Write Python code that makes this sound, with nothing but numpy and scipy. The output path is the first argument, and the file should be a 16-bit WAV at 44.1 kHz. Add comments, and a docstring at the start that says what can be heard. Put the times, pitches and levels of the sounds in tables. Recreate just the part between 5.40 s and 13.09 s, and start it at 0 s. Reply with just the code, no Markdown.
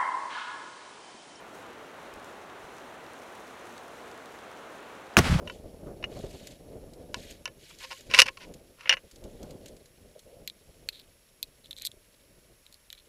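"""A windy limestone ridge, the microphone close on a climber clipped to a fixed steel cable.
From the start gusts buffet the microphone, clothing and soles rustle on the rock and carabiners clank.
After two seconds they scrape along the cable and strike each other and its anchor; near 2.8 s the hardest
clanks overload the recorder. Then the wind eases and the cable hums briefly. From five seconds on,
gear right beside the microphone ticks and creaks as the head turns."""
import sys
import numpy as np
from scipy import signal
from scipy.fft import rfft, irfft, next_fast_len
from scipy.io import wavfile
from scipy.ndimage import uniform_filter1d, minimum_filter1d

SR = 44100
rng = np.random.default_rng(int(sys.argv[2]) if len(sys.argv) > 2 else 0)


def store_pcm(level_fs):
    """Save levels as 16-bit WAV."""
    pcm = np.round(np.clip(level_fs, -1, 1) * 32767).astype(np.int16)
    wavfile.write(sys.argv[1], SR, np.atleast_2d(pcm).T)


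N = 339072
T = np.arange(N) / SR
BLOW = T[:SR // 3]   # seconds within one blow


def from_db(db):
    return 10 ** (np.asarray(db) / 20)


def rms_one(x):
    return x / np.sqrt(np.mean(x ** 2) + 1e-20)


def add(out, start, sound):
    """Mix a sound in, start in seconds."""
    at = max(round(start * SR), 0)
    out[at:at + len(sound)] += sound[:N - at]


def drift(per_s):
    """A random wander with rms 1."""
    knots = rng.standard_normal(4096)
    return rms_one(np.interp(T * per_s, np.arange(len(knots)), knots))


def swells(rows, attack_s, release_s):
    """Gain over time: each swell rises, holds and dies away."""
    gain = np.zeros(N)
    for start, length, db in rows:
        rise = np.clip((T - start) / attack_s, 0, 1)
        fall = np.exp(-np.clip((T - start - length) / release_s, 0, 20))
        gain += from_db(db) * rise * fall
    return gain


def coloured(x, spectrum):
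    """Causal (minimum-phase) filter through (Hz, dB) points."""
    size = next_fast_len(len(x) + 2048, True)
    hz, db = np.transpose(spectrum)
    bins = np.maximum(np.arange(size // 2 + 1) * SR / size, 1)
    gain = from_db(np.interp(np.log(bins), np.log(hz), db))
    cepstrum = irfft(np.log(gain), size)
    cepstrum[1:size // 2] *= 2
    cepstrum[size // 2 + 1:] = 0
    return irfft(rfft(x, size) * np.exp(rfft(cepstrum)), size)[:len(x)]


def brightened(spectrum, treble_db, shelf_hz=4000):
    """A harder contact lifts the treble like a shelf."""
    return [(hz, db + treble_db / (1 + (shelf_hz / hz) ** 6)) for hz, db in spectrum]


def friction(per_s, spread_db):
    """Tiny slips of uneven size at random moments."""
    sizes = from_db(spread_db * np.minimum(rng.exponential(1, N), 4)) * rng.choice([-1, 1], N)
    return rms_one(sizes * (rng.random(N) < per_s / SR))


def stroke(slips, start, length, spectrum):
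    """A short swell of slips heard through a body; rms 1 over its length."""
    count = max(int(length * SR), 64)
    push = slips[int(start * SR):][:count] * signal.windows.tukey(count, .5)
    sound = coloured(np.pad(push, (0, 1024)), spectrum)
    return sound / np.sqrt(np.sum(sound ** 2) / count + 1e-20)


def ringing(modes):
    """Every touch excites each mode with a strength and sign of its own."""
    hz, db, t60 = np.transpose(modes)[:, :, None]
    strength = from_db(db + 3 * rng.standard_normal(hz.shape)) * rng.choice([-1, 1], hz.shape)
    return np.sum(strength * from_db(-60 * BLOW / t60) * np.sin(2 * np.pi * hz * BLOW), axis=0)


# The microphone's hiss in still air. Each row: frequency in Hz, relative level in dB.
HISS_COLOUR = [(18, -27.5), (30, -2), (168, -15), (237, -18), (606, -12), (747, -23), (897, -18),
               (2690, -19), (3590, -28), (5590, -22), (6540, -24), (10700, -21.5), (15500, -26)]
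# Tones from the electronics. Each row: frequency in Hz, level in dB.
WHINE_TONES = [(5545, -79), (11090, -72)]


def noise_floor(hiss_db=-65.5):
    """Under everything lie still air, microphone hiss and a thin electronic whine."""
    whine = sum(np.sqrt(2) * from_db(db) * np.sin(2 * np.pi * hz * T) for hz, db in WHINE_TONES)
    hiss = rms_one(coloured(rng.standard_normal(N), HISS_COLOUR))
    return from_db(hiss_db) * hiss + whine


# Gusts crossing the ridge. Each row: time in seconds, relative level in dB.
GUSTS = [(0.0, -41), (0.04, -44), (0.13, -52), (0.43, -46.5), (0.49, -42.5), (0.58, -49), (0.73, -43),
         (1.22, -54), (1.28, -48), (1.95, -53), (2.25, -62.5), (2.55, -66), (2.72, -49), (2.96, -64),
         (3.1, -45), (3.4, -71), (3.66, -56), (3.7, -71), (3.85, -45.5), (3.94, -53), (4.05, -43.5),
         (4.52, -66), (4.63, -58.5), (4.82, -69), (5.01, -56.5), (5.18, -67), (5.42, -60), (5.82, -72.5),
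         (6.32, -66.5), (6.42, -69), (6.57, -63.5), (6.64, -74), (7.13, -64), (7.24, -75), (7.58, -75.5),
         (7.69, -65)]
# Wind right on the microphone. Each row: frequency in Hz, relative level in dB.
WIND_COLOUR = [(15, -23.5), (25, 5), (82, -1), (123, -3), (162, -4), (300, -6), (375, -5), (585, -5.5),
               (743, -14.5), (961, -22.5), (1260, -22), (1500, -28), (1950, -61.5), (3300, -120)]


def wind(lumps_db=3, gain_db=2.5, edge_hz=850, bass_hz=130, bass_db=-7, rush_db=-19):
    """Eddies buffet the microphone port in lumps; light air rumbles, strong gusts also rush higher up."""
    gusts = from_db(np.interp(T, *np.transpose(GUSTS)))
    strength = gusts / gusts.max()
    eddies = coloured(rng.standard_normal(N), WIND_COLOUR)
    roar = rms_one(signal.sosfilt(signal.butter(4, edge_hz, fs=SR, output="sos"), eddies))
    bass = signal.sosfilt(signal.butter(1, bass_hz, fs=SR, output="sos"), roar)
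    rush = coloured(rng.standard_normal(N), [(400, -20.5), (850, -2), (1500, -7.5), (3000, -30.5)])
    air = from_db(bass_db) * bass * strength ** .68 + (roar - bass) * strength
    air += from_db(rush_db) * rms_one(rush) * strength ** 2
    return gusts.max() * air * from_db(gain_db + lumps_db * drift(per_s=70))


# Rubbed stone and cloth, heard close. Each row: frequency in Hz, relative level in dB.
RUB_COLOUR = [(760, -37), (1300, -11), (2260, -3), (2610, -4), (2980, -1.5), (4350, -2.5), (5790, -9),
              (6750, -5), (9270, -14), (12700, -15), (15000, -26.5)]
# The climber brushing the rock. Each row: start in seconds, length in seconds, level in dB.
RUBS = [(.02, 0.13, -59), (.68, 0.44, -56.5), (1.72, .2, -52.5), (2.17, 0.17, -57), (2.37, 0.077, -49),
        (2.47, .11, -52.5), (2.6, 0.48, -65.5), (3.64, .5, -68.5), (4.2, .09, -63.5)]


def rustle(flutter_db=1.5, stirring_db=-70):
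    """Cloth and rubber drag over rough stone; every tiny catch rings briefly at one of many pitches."""
    catches = np.zeros(N)
    for hz in np.geomspace(1500, 14000, 18):
        b, a = signal.iirpeak(hz, Q=13, fs=SR)
        catches += signal.lfilter(b, a, friction(per_s=370, spread_db=2) + 1e-18)
    rubs = swells(RUBS, attack_s=.07, release_s=.036)
    pressure = np.hypot(rubs, from_db(stirring_db))   # clothing stirs between rubs too
    return rms_one(coloured(catches, RUB_COLOUR)) * pressure * from_db(flutter_db * drift(per_s=90))


# Grit cracking down under the soles. Each row: start in seconds, peak level in dB.
CRUNCHES = [(0.7905, -39.5), (1.071, -33), (1.535, -45), (1.9092, -36), (2.387, -40), (2.608, -38.5),
            (3.139, -40), (3.712, -40.5), (3.7588, -41.5), (3.8392, -41), (4.03, -39), (4.1073, -43),
            (4.2593, -38), (4.2826, -40.5), (4.366, -47), (4.4576, -45.5), (4.7923, -39.5)]


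def grit(crunch_s=.0057):
    """A grain of stone crumbles in a few milliseconds."""
    out = np.zeros(N)
    for start, db in CRUNCHES:
        crumble = rng.laplace(size=len(BLOW)) * np.exp(-BLOW / crunch_s)
        crunch = coloured(crumble, brightened(RUB_COLOUR, treble_db=7.5))
        add(out, start, from_db(db) * crunch / np.abs(crunch).max())
    return out


# Light touches on the cable. Each row: start in seconds, length in seconds, level in dB.
HUMS = [(4.75, 0.011, -50), (4.86, .14, -56.5)]


def cable_hum(band_hz=(455, 625)):
    """Light handling stirs only the cable's lowest resonance."""
    band = signal.butter(2, band_hz, "band", fs=SR, output="sos")
    hum = rms_one(signal.sosfilt(band, rng.standard_normal(N)))
    return hum * swells(HUMS, attack_s=.011, release_s=.017)


# The gear's hard shell. Each row: frequency in Hz, relative level in dB.
SHELL_COLOUR = [(300, -64), (900, -40), (1700, -14.5), (2400, -6.5), (2800, -8), (3400, 2.5), (4100, 11.5),
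                (4700, -1.5), (5500, -9), (7000, -8.5), (8600, -6), (10700, -15), (12600, -3.5),
                (14000, -14), (16000, -51.5)]
# Its ringing. Each row: frequency in Hz, relative level in dB, seconds to fall 60 dB.
SHELL_MODES = [(2454, -6.5, 0.046), (3760, -3, 0.013), (4380, -36, 0.005), (4430, -12, 0.03),
               (8300, -23, 0.012), (12800, -24, .015)]
# Ticks right beside the microphone.
# Each row: start in seconds, relative level in dB, pitch in Hz, treble lift in dB.
TICKS = [(5.076, -21.5, 4000, -6.5), (5.099, -27.5, 3800, -1), (5.4886, -15, 4180, -6.5),
         (5.5973, -36.5, 4500, -9), (6.0287, -15, 4070, 1), (6.2584, -40.5, 3400, 0),
         (6.3096, -27, 3680, 2), (6.313, -31, 3620, 1), (6.3296, -31, 3940, -2), (6.3657, -34.5, 3840, 0),
         (6.386, -33, 3740, -3), (6.412, -40, 3770, 8), (6.421, -25.5, 3930, 22), (6.4509, -19.5, 4400, -7),
         (6.4705, -19.5, 3900, 1), (6.5163, -33.5, 3400, 10), (7.2652, -39, 3780, -4),
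         (7.326, -38.5, 4160, 4.5), (7.3431, -36.5, 4420, -7), (7.5025, -32, 3800, -9.5),
         (7.5281, -30, 3920, -12.5), (7.5504, -43, 3750, -9)]
# Creaks, just as close. Each row: start in seconds, length in seconds, level in dB, treble lift in dB.
CREAKS = [(5.52, 0.049, -53.5, -9), (5.556, 0.071, -59, -11), (6.234, 0.052, -60.5, -8),
          (6.366, 0.048, -52, -2), (6.408, 0.041, -50, -19), (6.445, 0.026, -36, 16),
          (7.569, 0.04, -59, -18)]


def gear(shell_hz=3980, snap_s=.00039, rattle_s=.0055, rattle_db=-19, ring_db=-28, tick_gain_db=.5):
    """Stiff gear sticks and slips: single snaps, pitched by where it gives, or a run that creaks."""
    out, slips = np.zeros(N), friction(per_s=800, spread_db=2.5)
    envelope = np.exp(-BLOW / snap_s) + from_db(rattle_db) * np.exp(-BLOW / rattle_s)
    for start, db, pitch_hz, treble_db in TICKS:
        tuning = pitch_hz / shell_hz
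        force = rng.standard_normal(len(BLOW)) * envelope
        force[0] = 1.8   # the opening click
        snap = coloured(force, brightened(np.multiply(SHELL_COLOUR, [tuning, 1]), treble_db))
        ring = from_db(ring_db) * ringing(np.multiply(SHELL_MODES, [tuning, 1, 1]))
        add(out, start, from_db(db + tick_gain_db) * (snap / np.abs(snap).max() + ring))
    for start, length, db, treble_db in CREAKS:
        creak = stroke(slips, start, length, brightened(SHELL_COLOUR, treble_db))
        add(out, start, from_db(db) * creak)
    return out


# Steel on steel at close range. Each row: frequency in Hz, relative level in dB.
STEEL_COLOUR = [(250, -45), (420, -25), (520, -11), (740, -18.5), (1020, -11.5), (1220, -12), (1600, -7.5),
                (2350, -2), (2950, -3), (3250, -11), (5500, -12.5), (7500, -27.5), (10500, -28.5),
                (15000, -47)]
# The cable and its anchor. 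Each row: frequency in Hz, relative level in dB, seconds to fall 60 dB.
CABLE_MODES = [(527.6, -31, 0.12), (980, -19.5, 0.046), (1069, -23.5, 0.078), (1384, -26, 0.047),
               (1450, -20.5, .045), (1730, -22, 0.059), (1935, -25.5, 0.032), (2284, -22.5, .045),
               (2320, -23, 0.042), (2680, -20.5, 0.066), (3020, -22, .07), (3800, -32.5, 0.038),
               (4520, -35, 0.043), (5500, -33, 0.032)]
# A carabiner sliding nearby. Each row: start in seconds, length in seconds, rasp level in dB.
SLIDES = [(2.301, 0.016, -55), (2.397, 0.044, -53), (2.433, 0.025, -43.5), (2.502, 0.036, -42),
          (2.693, 0.055, -43.5), (2.746, 0.032, -32), (2.774, 0.014, -27), (2.818, 0.0087, -26.5),
          (2.833, .025, -52), (2.8554, 0.017, -36.5), (2.874, .022, -40), (2.97, 0.0084, -45),
          (2.992, 0.068, -51), (3.365, 0.16, -56.5)]


def carabiner_slides(middling_db=-44.5, ring_db=-5):
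    """A carabiner rasps over the twisted wires and keeps the cable ringing softly."""
    out, slips = np.zeros(N), friction(per_s=2800, spread_db=2.5)
    for start, length, db in SLIDES:
        treble_db = 3 + .25 * (db - middling_db)   # a faster slide is louder and brighter
        rasp = stroke(slips, start, length, brightened(STEEL_COLOUR, treble_db))
        drag = stroke(slips, start, length, [(1000, 3.5), (2500, -12)])
        ring = signal.fftconvolve(drag, ringing(CABLE_MODES))
        ring *= np.linalg.norm(rasp) / np.linalg.norm(ring)
        add(out, start, from_db(db) * rasp)
        add(out, start, from_db(db + ring_db) * ring)
    return out


# A struck carabiner. Each row: frequency in Hz, relative level in dB, seconds to fall 60 dB.
CARABINER_MODES = [(2664, 2, 0.02), (2791, -5, .03), (2870, 0, 0.041), (2955, -14.5, 0.023),
                   (3700, -15.5, 0.019), (4160, -23.5, .04), (5407, -18, 0.028), (5650, -14, 0.028),
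                   (6260, -27.5, .07), (7060, -30, 0.035), (8724, -36.5, 0.034)]
# Blows within reach of the microphone. Each row: start in seconds, then crack level,
# carabiner ring peak, cable ring gain and treble lift, all in dB.
CLANKS = [(0.0742, -42.5, -32.5, -28, -12), (0.0982, -45, -44, -19, -3), (.627, -46, -39.5, -28.5, -7),
          (0.6401, -32, -23, -34.5, -21), (1.7435, -29.5, -36, -18, 11), (2.0557, -36, -25, -20, 16),
          (2.0768, -42, -53, -26, -5), (2.713, -33.5, -57, -39, 1), (2.7383, -19, -15.5, -19, -1),
          (2.7455, -15, -20.5, -21, -2.5), (2.7497, -20.5, -25, -27, -2.5), (2.7885, -1.5, 2, -6, 7.5),
          (2.794, -4.5, -12, -18.5, 5), (2.801, -8.5, -16, -15, 10), (2.810, -22.5, -30, -27.5, 8),
          (2.8178, -2, -5, -17, 12), (2.884, -26, -42, -25, -14), (3.4084, -48.5, -53, -39, 1.5),
          (3.457, -34.5, -56, -43, -27), (3.473, -35.5, -40.5, -36, -23), (3.4938, -13.5, -6, -17, -3),
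          (3.503, -26, -23, -20, -10), (3.509, -23.5, -20, -25, -9), (3.516, -27.5, -19, -37, -14),
          (3.5254, -20, -16, -17.5, -14), (3.5367, -26.5, -35, -17.5, -8), (3.5691, -39.5, -33, -39, -31)]


def carabiner_clanks(contact_s=.0024, halving_db=18.5, buzz_db=-27, buzz_s=.008, build_s=.0004):
    """Chattering contacts crack and the strands buzz briefly; cable and carabiner ring on."""
    out, attack = np.zeros(N), SR // 250   # the first 4 ms set a crack's level
    buzz = from_db(buzz_db) * np.exp(-BLOW / buzz_s)
    for start, crack_db, ring_db, cable_db, treble_db in CLANKS:
        decay_s = contact_s * .5 ** (treble_db / halving_db)   # brighter blows are shorter
        chatter = rng.standard_normal(len(BLOW)) * (np.exp(-BLOW / decay_s) + buzz)
        crack = coloured(chatter, brightened(STEEL_COLOUR, treble_db))
        ring = ringing(CARABINER_MODES) * (1 - np.exp(-BLOW / build_s))
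        add(out, start, from_db(crack_db) * crack / np.std(crack[:attack]))
        add(out, start, from_db(ring_db) * ring / np.abs(ring).max())
        add(out, start, from_db(cable_db) * ringing(CABLE_MODES))
    return out


def scene():
    """One microphone, everything close and in the open air, so there is no room sound."""
    steel = carabiner_clanks() + carabiner_slides() + cable_hum()
    return (steel + gear() + grit() + rustle() + wind() + noise_floor())[None]


def record(dry, hold_s=.0012, ceiling=1.1, overload=.97, cutoff_hz=15500):
    """The recorder's fast limiter holds the hardest clanks down; peaks clip flat and the top is cut."""
    span = int(hold_s * SR)
    gain = np.minimum(1, ceiling / (np.abs(dry) + 1e-9))
    held = minimum_filter1d(gain, span)
    limited = dry * uniform_filter1d(held, span)
    lowpass = signal.ellip(10, .1, 70, cutoff_hz, fs=SR, output="sos")
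    return signal.sosfilt(lowpass, np.clip(limited, -overload, overload))


dry = scene()
out = record(dry)
store_pcm(out)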